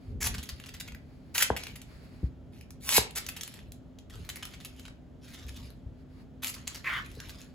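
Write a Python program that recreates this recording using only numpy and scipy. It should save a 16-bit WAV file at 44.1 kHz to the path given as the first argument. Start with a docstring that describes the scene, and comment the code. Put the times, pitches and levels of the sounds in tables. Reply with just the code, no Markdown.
"""In a small living room, a ball of crinkled foil is poked by a finger and tumbles over a wooden floor.
Its leaves crackle densely under each poke, then tick and rustle as it rolls: all built from tiny random bursts.
A hand knocks on the boards (fading tones), cloth whispers (shaped noise), and late on comes one chirping rasp
(wavering tones and noise). A phone picks it all up in stereo over low rumble, soft air noise and a hum."""
import sys
import numpy as np
from scipy import signal
from scipy.fft import rfft, irfft, next_fast_len
from scipy.io import wavfile
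from scipy.ndimage import uniform_filter1d, map_coordinates

SR = 44100
rng = np.random.default_rng(int(sys.argv[2]) if len(sys.argv) > 2 else 0)


def output_pcm(signal):
    """Save a mono or channel-first signal as 16-bit PCM at the path in sys.argv[1].

    Samples are clipped to [-1, 1] before scaling.
    """
    pcm = np.clip(np.atleast_2d(signal).T, -1, 1) * 32767
    wavfile.write(sys.argv[1], SR, np.round(pcm).astype(np.int16))


N = 332514  # length of the scene in samples

# Levels in the tables are relative: the functions may add an overall level of their own.
# Arm reaches or draws back with a low rumble: start_s, length_s, level_db
ARM_MOVES = [(0.05, 0.34, -38.5), (0.86, 0.081, -48), (1.66, 0.09, -48), (4.11, 0.12, -42),
             (5.39, 0.41, -50.5)]
# Tone colour of the low rumble: pitch_hz, level_db
RUMBLE_COLOUR = [(12, -30), (20, -23.5), (48, -2), (70, 0.5), (211, -15), (248, -12.5), (280, -29.5),
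                 (409, -22), (500, -29), (650, -62), (1100, -120)]
# Tone colour of the still air: pitch_hz, level_db
AIR_COLOUR = [(59, -32), (100, -7), (163, -5.5), (177, -8.5), (249, -8.5), (492, -21), (595, -18.5),
              (1080, -34), (1330, -33.5), (2580, -41.5), (3190, -39.5), (3620, -43), (7610, -53),
              (16000, -58.5)]
# Hum of an appliance: pitch_hz, level_db
APPLIANCE_HUM = [(257, -60)]
# Cloth shifts between pokes: start_s, length_s, level_db
CLOTH_MOVES = [(-0.05, 0.17, -69), (0.96, 0.62, -72.5), (1.84, 0.43, -64), (5.93, 0.089, -76),
               (6.08, 0.14, -68.5)]
# Tone colour of the cloth: pitch_hz, level_db
CLOTH_COLOUR = [(400, 0), (1100, 4), (2300, 4), (3300, -5), (4600, 2.5), (6000, -11), (11000, -10),
                (15000, -17.5)]
# Finger presses the foil until the ball slips away: start_s, length_s, first_level_db, last_level_db
FINGER_POKES = [(0.203, 0.072, -34, -27), (1.34, 0.09, -33, -24), (2.8, 0.18, -57, -19),
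                (3.151, 0.036, -28, -34.5), (6.42, 0.081, -36, -37.5)]
# Tone colour of crackling foil: pitch_hz, level_db
FOIL_COLOUR = [(200, -16.5), (600, -4.5), (1200, -0.5), (1800, 2), (2500, 3.5), (4200, 2), (7000, 1),
               (11000, 2), (15300, -2), (16500, -24)]
# Ball lands on a tuft of leaves: time_s, level_db, body_db (lower part of the sound), leaf_pitch_hz
TUFT_LANDINGS = [(0.2147, -30.5, -11, 6000), (0.342, -27.5, -2.5, 1510), (0.382, -30.5, -2.5, 3770),
                 (0.429, -31, -12.5, 3770), (0.489, -27, -7, 4530), (0.66, -37, -7, 2580),
                 (0.739, -34.5, -9, 1890), (0.8, -27.5, -15.5, 2850), (0.876, -35, -0.5, 2460),
                 (1.351, -20.5, -5, 1620), (1.42, -11.5, -12, 2580), (1.5641, -22.5, -6.5, 2410),
                 (1.756, -34, -9, 2170), (2.921, -19, -11, 2700), (2.9658, -8.5, -20, 4300),
                 (3.286, -27, -13, 2660), (3.3641, -30, -8, 2940), (4.098, -42.5, -4.5, 1830),
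                 (4.2909, -25, -12.5, 3970), (4.358, -30, -8, 1940), (4.4256, -30.5, 8.5, 3230),
                 (4.5357, -38.5, 3, 3860), (4.6025, -39, -5, 3780), (4.648, -30, -13, 3040),
                 (4.7932, -40, -9, 3150), (4.853, -38, 0.5, 3180), (5.34, -39.5, -7, 3500),
                 (5.4836, -36.5, -8.5, 2340), (5.561, -38.5, -18, 3480), (6.539, -31, -20.5, 4600),
                 (6.672, -28.5, 4, 4270), (6.7457, -29.5, -5, 5500), (6.7691, -37.5, -5, 5490),
                 (7.294, -33.5, -8, 4400)]
# Single creases snap through: time_s, level_db, body_db (lower part of the sound), leaf_pitch_hz
CREASE_SNAPS = [(0.2289, -18, -23, 6060), (0.2734, -25, -15, 3600), (0.5999, -34.5, 4, 2680),
                (0.6388, -35.5, 7, 2870), (0.6905, -33, -3, 4790), (0.8087, -27.5, -6, 1650),
                (0.9212, -38, 8, 2150), (0.9479, -35, -1, 1900), (1.3806, -10.5, -23, 2260),
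                (1.4245, -7.5, -11, 2750), (1.6359, -26.5, -5, 4840), (1.6688, -28, -2, 2330),
                (1.8166, -34, -10, 2170), (2.611, -39.5, -7, 2510), (2.7064, -36, -11, 6660),
                (2.8913, -13, -9, 2620), (3.1081, -34, -16, 3140), (3.1754, -22.5, -2, 2500),
                (3.265, -25.5, -41, 5900), (3.2888, -22, -14, 2670), (3.4106, -23, -28, 7230),
                (3.4341, -23, -22, 4300), (3.477, -29, -11, 2920), (3.5402, -34.5, -32, 3630),
                (3.5908, -40, 8, 3100), (3.7207, -34.5, -39, 7850), (3.9875, -41, -38, 3760),
                (4.4307, -29, -1, 3150), (4.4524, -27.5, -11, 3900), (4.8803, -36.5, 13.5, 1540),
                (6.4343, -32, -12, 2450), (6.4455, -17.5, -16, 2960), (6.4705, -20.5, -27, 3030),
                (6.677, -20.5, -11.5, 7040), (7.1161, -42, -7.5, 3740), (7.202, -30, 0, 5500)]
# Ball rolls or is nudged along the boards: start_s, length_s, first_level_db, last_level_db
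BALL_ROLLS = [(0.32, 0.56, -60, -66), (1.55, 0.26, -57.5, -69), (2.52, 0.063, -63, -68.5),
              (3.19, 0.38, -64, -60.5), (4.095, 0.74, -61, -67), (5.21, 0.144, -67, -54),
              (5.38, 0.29, -63, -61.5), (6.51, 0.082, -56, -60.5), (6.68, 0.75, -61, -62)]
# Tone colour of foil brushing on wood: pitch_hz, level_db
BRUSH_COLOUR = [(300, -16.5), (900, 0), (1600, 3.5), (2400, 4), (3700, 5.5), (5500, 0), (8000, -6.5),
                (11000, -4), (15300, -11.5), (16500, -28)]
# Blows of a hand on the floor: time_s, peak_level_db, contact_ms
HAND_KNOCKS = [(.514, -33.5, 13), (1.502, -12, 0.58), (2.23, -19.5, 4.63), (2.980, -11.5, 0.61),
               (5.44, -36.5, 6.5), (5.852, -30.5, 11.8), (7.171, -40, 2.9)]
# Tones at which the boards ring: pitch_hz, level_db, t60_s (time to fade by 60 dB)
BOARD_TONES = [(62.7, -3, 0.17), (100, 0, .07), (134.9, -1, 0.066), (200, -0.5, 0.046), (271, 2, 0.03),
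               (443, 10.5, 0.028), (780, 14.5, 0.012), (1000, 12.5, 0.014), (1600, 9, 0.011)]
# Path of the chirping rasp: time_s, level_db, resonance_hz, overtone_db
RASP_PATH = [(6.844, -36, 2080, -53), (6.852, -39, 2120, -51), (6.876, -31.5, 2110, -61),
             (6.904, -34.5, 1792, -42.5), (6.978, -35.5, 1711, -39), (7.02, -50, 1600, -56)]
# Tone colour of the rasp's main part: pitch_hz, level_db
RASP_TONE_COLOUR = [(500, -17), (850, -13), (1080, 2), (1400, -6), (2100, -4), (2700, -4.5), (3500, -13.5),
                    (4100, -16), (7000, -27)]
# How long the room rings: pitch_hz, t60_s (time to fade by 60 dB)
ROOM_FADE = [(100, 0.44), (600, .33), (2500, 0.3), (7000, 0.21), (15000, 0.12)]
# Where the ball is: time_s, lead_ms (how much sooner it reaches the left port)
LEFT_LEAD = [(0.3, 0.01), (1.4, 0.049), (3.0, 0.057), (3.8, 0.005), (7.5, 0.005)]

RUMBLE_DB, RUMBLE_WAVER_DB = -52, 2  # the room's own rumble, and about how far it wanders
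ARM_ATTACK_S, ARM_RELEASE_S = 0.079, 0.16
PRESS_POWER = 2.29  # the pressure changes with this power of the time pressed
POKE_ATTACK_S, POKE_RELEASE_S = 0.019, 0.038
FLURRY_S = 0.014  # how long a tuft takes to give way
SLOWING_POWER = 0.97  # the brushing changes with this power of the time rolled
ROLL_ATTACK_S, ROLL_RELEASE_S = 0.023, 0.35
TUFTS_PER_S, TUFT_DB = 60, 3  # pace and depth of the random swelling of the brushing
STRAYS_PER_S, STRAY_DB = 30, -8.5  # stray ticks of a rolling ball, and their level against the brushing
TOP_HZ = 16100  # nothing is heard from this pitch up


def amp(db):
    """Turn decibels into a plain gain."""
    return 10 ** (np.asarray(db) / 20)


def unit(x):
    """Scale a sound to an rms (average strength) of 1."""
    return x / np.sqrt(np.mean(x ** 2, axis=-1, keepdims=True) + 1e-20)


def along(points, hz):
    """Read values between (Hz, value) points, with pitch on a log axis."""
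    f, v = np.transpose(points)
    return np.interp(np.log(hz + 1), np.log(f + 1), v)


def level(rows):
    """Gain per sample from (s, dB) rows, practically silent outside them."""
    s, db = np.transpose(rows)[:2]
    curve_db = np.interp(np.arange(N) / SR, s, db, left=-150, right=-150)
    return uniform_filter1d(amp(curve_db), size=128)


def wobble(rate):
    """A smooth random curve through `rate` random points a second."""
    points = rng.standard_normal(int(N * rate / SR) + 4)
    return map_coordinates(points, [np.arange(N) * rate / SR])


def filtered(x, response):
    """Change strength and timing pitch by pitch, by a response that depends on Hz."""
    m = next_fast_len(N + SR // 2)
    return irfft(rfft(x, m) * response(np.fft.rfftfreq(m, 1 / SR)), m)[..., :N]


def coloured(x, spectrum, size=2048):
    """Give x a (Hz, dB) tone colour with a filter of unit energy that never sounds ahead of its input."""
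    cepstrum = irfft(np.log(amp(along(spectrum, np.fft.rfftfreq(size, 1 / SR)))))
    # fold the second half onto the first, so that the filter responds at once
    cepstrum[1:size // 2] *= 2
    cepstrum[size // 2 + 1:] = 0
    kernel = irfft(np.exp(rfft(cepstrum)))
    return signal.fftconvolve(x, kernel / np.linalg.norm(kernel))[:N]


def noise(spectrum, side_db):
    """Stereo noise of rms 1; side_db sets how much the two channels differ."""
    mid, side = filtered(rng.standard_normal((2, N)), lambda hz: amp(along(spectrum, hz)))
    side = amp(side_db) * side
    return unit(np.array([mid + side, mid - side]))


def add(track, s, sound):
    """Lay a sound into a track at s seconds."""
    start = max(round(s * SR), 0)
    track[start:start + len(sound)] += sound[:N - start]


def gate(start, length, attack_s, release_s):
    """Gain per sample: a smooth attack, a hold and a release that falls 60 dB in release_s."""
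    t = np.arange(N) / SR - start
    attack = np.sin(np.pi / 2 * np.clip(t / attack_s, 0, 1))
    return attack * amp(-60 * np.maximum(t - length, 0) / release_s)


def gestures(rows):
    """Gain per sample of arm movements, which all start and stop alike."""
    return sum(amp(db) * gate(start, length, ARM_ATTACK_S, ARM_RELEASE_S) for start, length, db in rows)


def strokes(rows, power, attack_s, release_s):
    """Gain per sample of strokes that each pass from their first level to their last."""
    gain = np.zeros(N)
    for start, length, first_db, last_db in rows:
        progress = np.clip((np.arange(N) / SR - start) / length, 0, 1) ** power
        strength = amp(first_db) + (amp(last_db) - amp(first_db)) * progress
        gain += strength * gate(start, length, attack_s, release_s)
    return gain


def crackles(count, tick_t60=0.0015, ring_t60=0.009, ring_db=-14, size=400, order=3):
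    """One row of unit energy per buckling crease: a sharp tick and a few brief tones of its leaf."""
    t = np.arange(size) / SR
    waves = rng.standard_normal((count, size)) * amp(-60 * t / tick_t60)
    fade = amp(-60 * t / ring_t60)
    for hz in rng.uniform(1200, 15000, (order, count, 1)):
        waves += amp(ring_db) * fade * np.sin(2 * np.pi * hz * t)
    return waves / np.linalg.norm(waves, axis=1, keepdims=True)


def scatter(starts, gains, size):
    """Sum of crackles that begin at the given samples."""
    waves = crackles(len(starts)) * gains[:, None]
    places = starts[:, None] + np.arange(waves.shape[1])
    return np.bincount(places.ravel(), waves.ravel(), size)[:size]


def crinkle(rate, spread_db):
    """A stream of `rate` crackles a second, many small and a few large, of rms 1."""
    count = int(rate * N / SR)
    gains = amp(spread_db * np.minimum(rng.exponential(size=count), 3.5))
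    return unit(scatter(rng.integers(0, N, count), gains, N))


def patchy(x, depth_db, count=9):
    """Ever-changing leaves favour now some pitches, now others."""
    z = signal.stft(x, nperseg=512)[2]
    field = uniform_filter1d(rng.standard_normal(z.shape), size=6, axis=0)  # smooth over pitch
    field = uniform_filter1d(field, size=count, axis=1)  # smooth over time
    return unit(signal.istft(z * amp(depth_db * unit(field)), nperseg=512)[1][:N])


def leaf(wave, body_db, leaf_hz, corner_hz=3200):
    """The leaf rings broadly at its own pitch; larger leaves give more low treble. Unit energy."""
    low = signal.lfilter(*signal.butter(1, corner_hz, fs=SR), wave)
    shaped = wave + (amp(body_db) - 1) * low
    shaped = shaped + signal.lfilter(*signal.iirpeak(leaf_hz, 4, fs=SR), shaped)
    return shaped / np.linalg.norm(shaped)


def background():
    """Low rumble that swells as the arm moves, still air, and an appliance's wavering hum."""
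    resting = amp(RUMBLE_DB + RUMBLE_WAVER_DB * wobble(7.5))
    rumble = np.hypot(resting, amp(0.5) * gestures(ARM_MOVES)) * noise(RUMBLE_COLOUR, side_db=-14)
    air = amp(-53.5) * noise(AIR_COLOUR, side_db=-5.0)
    hum = np.zeros(N)
    for hz, db in APPLIANCE_HUM:
        strength = amp(db + 2.3 * wobble(7.5)) * np.sqrt(2)
        hum += strength * np.sin(2 * np.pi * hz * np.arange(N) / SR + 0.81 * wobble(16))
    return rumble + air + hum


def sleeve():
    """Cloth whispers, as unsteady noise, as the arm draws back and reaches out."""
    return amp(2.0) * gestures(CLOTH_MOVES) * amp(1.5 * wobble(20)) * noise(CLOTH_COLOUR, side_db=-1.5)


def pokes():
    """Under the finger many creases give way, in little avalanches."""
    crush = patchy(crinkle(rate=1800, spread_db=0.5), depth_db=3.0)
    clumps = amp(1.6 * wobble(170))
    pressure = strokes(FINGER_POKES, PRESS_POWER, POKE_ATTACK_S, POKE_RELEASE_S)
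    return amp(-2.5) * pressure * unit(clumps * crush)


def landings(count=18, size=4096):
    """Each landing sets off a flurry of crackles that tend to weaken."""
    track = np.zeros(N)
    for s, db, body_db, leaf_hz in TUFT_LANDINGS:
        progress = (np.arange(count) + rng.random(count)) / count
        gains = amp(rng.normal(0, 4.5, count) - 7 * progress)
        flurry = scatter((progress * FLURRY_S * SR).astype(int), gains, size)
        add(track, s, amp(db + 14.5) * leaf(flurry, body_db + 10.5, leaf_hz))
    return track


def snaps(count=5, follow_s=0.003, follow_db=-7):
    """A crease flips, and its neighbours follow, mostly fainter."""
    track = np.zeros(N)
    for s, db, body_db, leaf_hz in CREASE_SNAPS:
        starts = np.append(0, rng.random(count) * follow_s * SR).astype(int)
        gains = amp(np.append(0, rng.normal(follow_db, 1.8, count)))
        snap = scatter(starts, gains, size=1024)
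        add(track, s, amp(db + 10.5) * leaf(snap, body_db + 9.5, leaf_hz))
    return track


def rolls():
    """Rolling bends leaves lightly: a fine crackle that swells as tufts meet the boards, with stray ticks."""
    tufts = unit(amp(TUFT_DB * wobble(TUFTS_PER_S)))
    grains = patchy(crinkle(rate=1500, spread_db=1.5) * tufts, depth_db=4.0)
    strays = amp(STRAY_DB) * patchy(crinkle(rate=STRAYS_PER_S, spread_db=5.0), depth_db=4.5)
    rolling = strokes(BALL_ROLLS, SLOWING_POWER, ROLL_ATTACK_S, ROLL_RELEASE_S)
    return amp(2.5) * rolling * (coloured(grains, BRUSH_COLOUR) + coloured(strays, FOIL_COLOUR))


def knocks():
    """The boards ring under a hand; the longer the contact, the duller the thud."""
    track, t = np.zeros(N), np.arange(SR // 3) / SR
    for s, peak_db, contact_ms in HAND_KNOCKS:
        ring = np.zeros(len(t))
        for k, (hz, mode_db, t60) in enumerate(BOARD_TONES):
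            fade = amp(mode_db + rng.normal(0, 1) - 60 * t / t60)
            ring += (-1) ** k * fade * np.sin(2 * np.pi * hz * t)
        push = np.sin(np.pi * np.minimum(t * 1e3 / contact_ms, 1)) ** 2
        blow = signal.fftconvolve(ring, push)[:len(t)]
        blow = signal.lfilter(*signal.butter(2, 45, "high", fs=SR), blow)
        add(track, s, amp(peak_db) * blow / np.abs(blow).max())
    return track


def rough(turn, width_hz):
    """A tone blurred by random wobbling, so that it covers a band of pitches; rms 1."""
    return unit(wobble(2 * width_hz) * np.sin(turn) + wobble(2 * width_hz) * np.cos(turn))


def rasp(width_hz=520, overtone_hz=3250, overtone_width_hz=430):
    """A chirping rasp: a rough resonance that sinks, and a thinner one that swells above it."""
    t = np.arange(N) / SR
    s, db, centre_hz, overtone_db = np.transpose(RASP_PATH)
    phase = 2 * np.pi * np.cumsum(np.interp(t, s, centre_hz)) / SR
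    grit = amp(2.5) * rng.standard_normal(N)
    main = unit(coloured(rough(phase, width_hz) + grit, RASP_TONE_COLOUR))
    overtone = rough(2 * np.pi * overtone_hz * t, overtone_width_hz)
    flutter = unit(amp(2.2 * wobble(420)))
    main = amp(1.5) * level(np.c_[s, db]) * main
    overtone = amp(-3.0) * level(np.c_[s, overtone_db]) * overtone
    return flutter * (main + overtone)


def room(x, side_db, count=36, wide_hz=350):
    """The room's stereo echoes: fading noise, drawn anew for each slice of time as the source moves."""
    wet = np.zeros((2, N + SR))
    edges = np.linspace(0, N, count + 1).astype(int)
    for a, b in zip(edges, edges[1:]):
        hz, t, z = signal.stft(rng.standard_normal((2, SR // 2)), SR, nperseg=256)
        tail = signal.istft(z * amp(-60 * t / along(ROOM_FADE, hz)[:, None]), SR, nperseg=256)[1]
        # the first echoes take a moment to arrive
        tail *= 1 - np.exp(-(np.arange(tail.shape[1]) / SR / 0.0015) ** 2)
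        answer = signal.fftconvolve(x[None, a:b], tail / np.linalg.norm(tail[0]), axes=1)
        wet[:, a:a + answer.shape[1]] += answer
    mid = wet[0, :N]
    # long waves reach both ports alike
    side = amp(side_db) * signal.lfilter(*signal.butter(1, wide_hz, "high", fs=SR), wet[1, :N])
    return np.array([mid + side, mid - side]) / np.sqrt(1 + amp(side_db) ** 2)


def ports(x):
    """Direct sound reaches the left port a little sooner, depending on where the ball is."""
    n = np.arange(N)
    lead = np.interp(n / SR, *np.transpose(LEFT_LEAD)) * SR / 1000  # in samples
    return np.array([map_coordinates(x, [n + lead], order=5), x])


def scene():
    """The ball, the boards and the rasp sound in the room, over cloth and the quiet background."""
    crush = coloured(pokes(), FOIL_COLOUR) + rolls()
    ticks = coloured(landings() + snaps(), FOIL_COLOUR)
    ball = ports(crush + ticks) + room(amp(-4.0) * crush + amp(-4.5) * ticks, side_db=1.5)
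    thuds, chirp = knocks(), rasp()
    # the direct thuds are 1 dB up on the left and 1 dB down on the right
    floor = thuds * amp(np.array([[1.0], [-1.0]])) + amp(-10) * room(thuds, side_db=-0.5)
    chirp_in_room = chirp + amp(-6.5) * room(chirp, side_db=2.5)
    return ball + floor + chirp_in_room + sleeve() + background()


def record(dry, split_hz=6500, comb_hz=4200, align_hz=6900):
    """The phone takes its top treble from the right port and widens it with a short delay on the left."""
    def low(hz):
        return 1 / np.sqrt(1 + (hz / split_hz) ** 20)

    def delayed_high(hz):
        # a delay of 1 / comb_hz seconds, turned so that both sides agree at align_hz
        delay = np.exp(-2j * np.pi * (hz - align_hz) / comb_hz)
        return np.sqrt(1 - low(hz) ** 2) * delay

    left = filtered(dry[0], low) + filtered(dry[1], delayed_high)
    return filtered(np.array([left, dry[1]]), lambda hz: hz < TOP_HZ)


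dry = scene()
out = record(dry)
output_pcm(out)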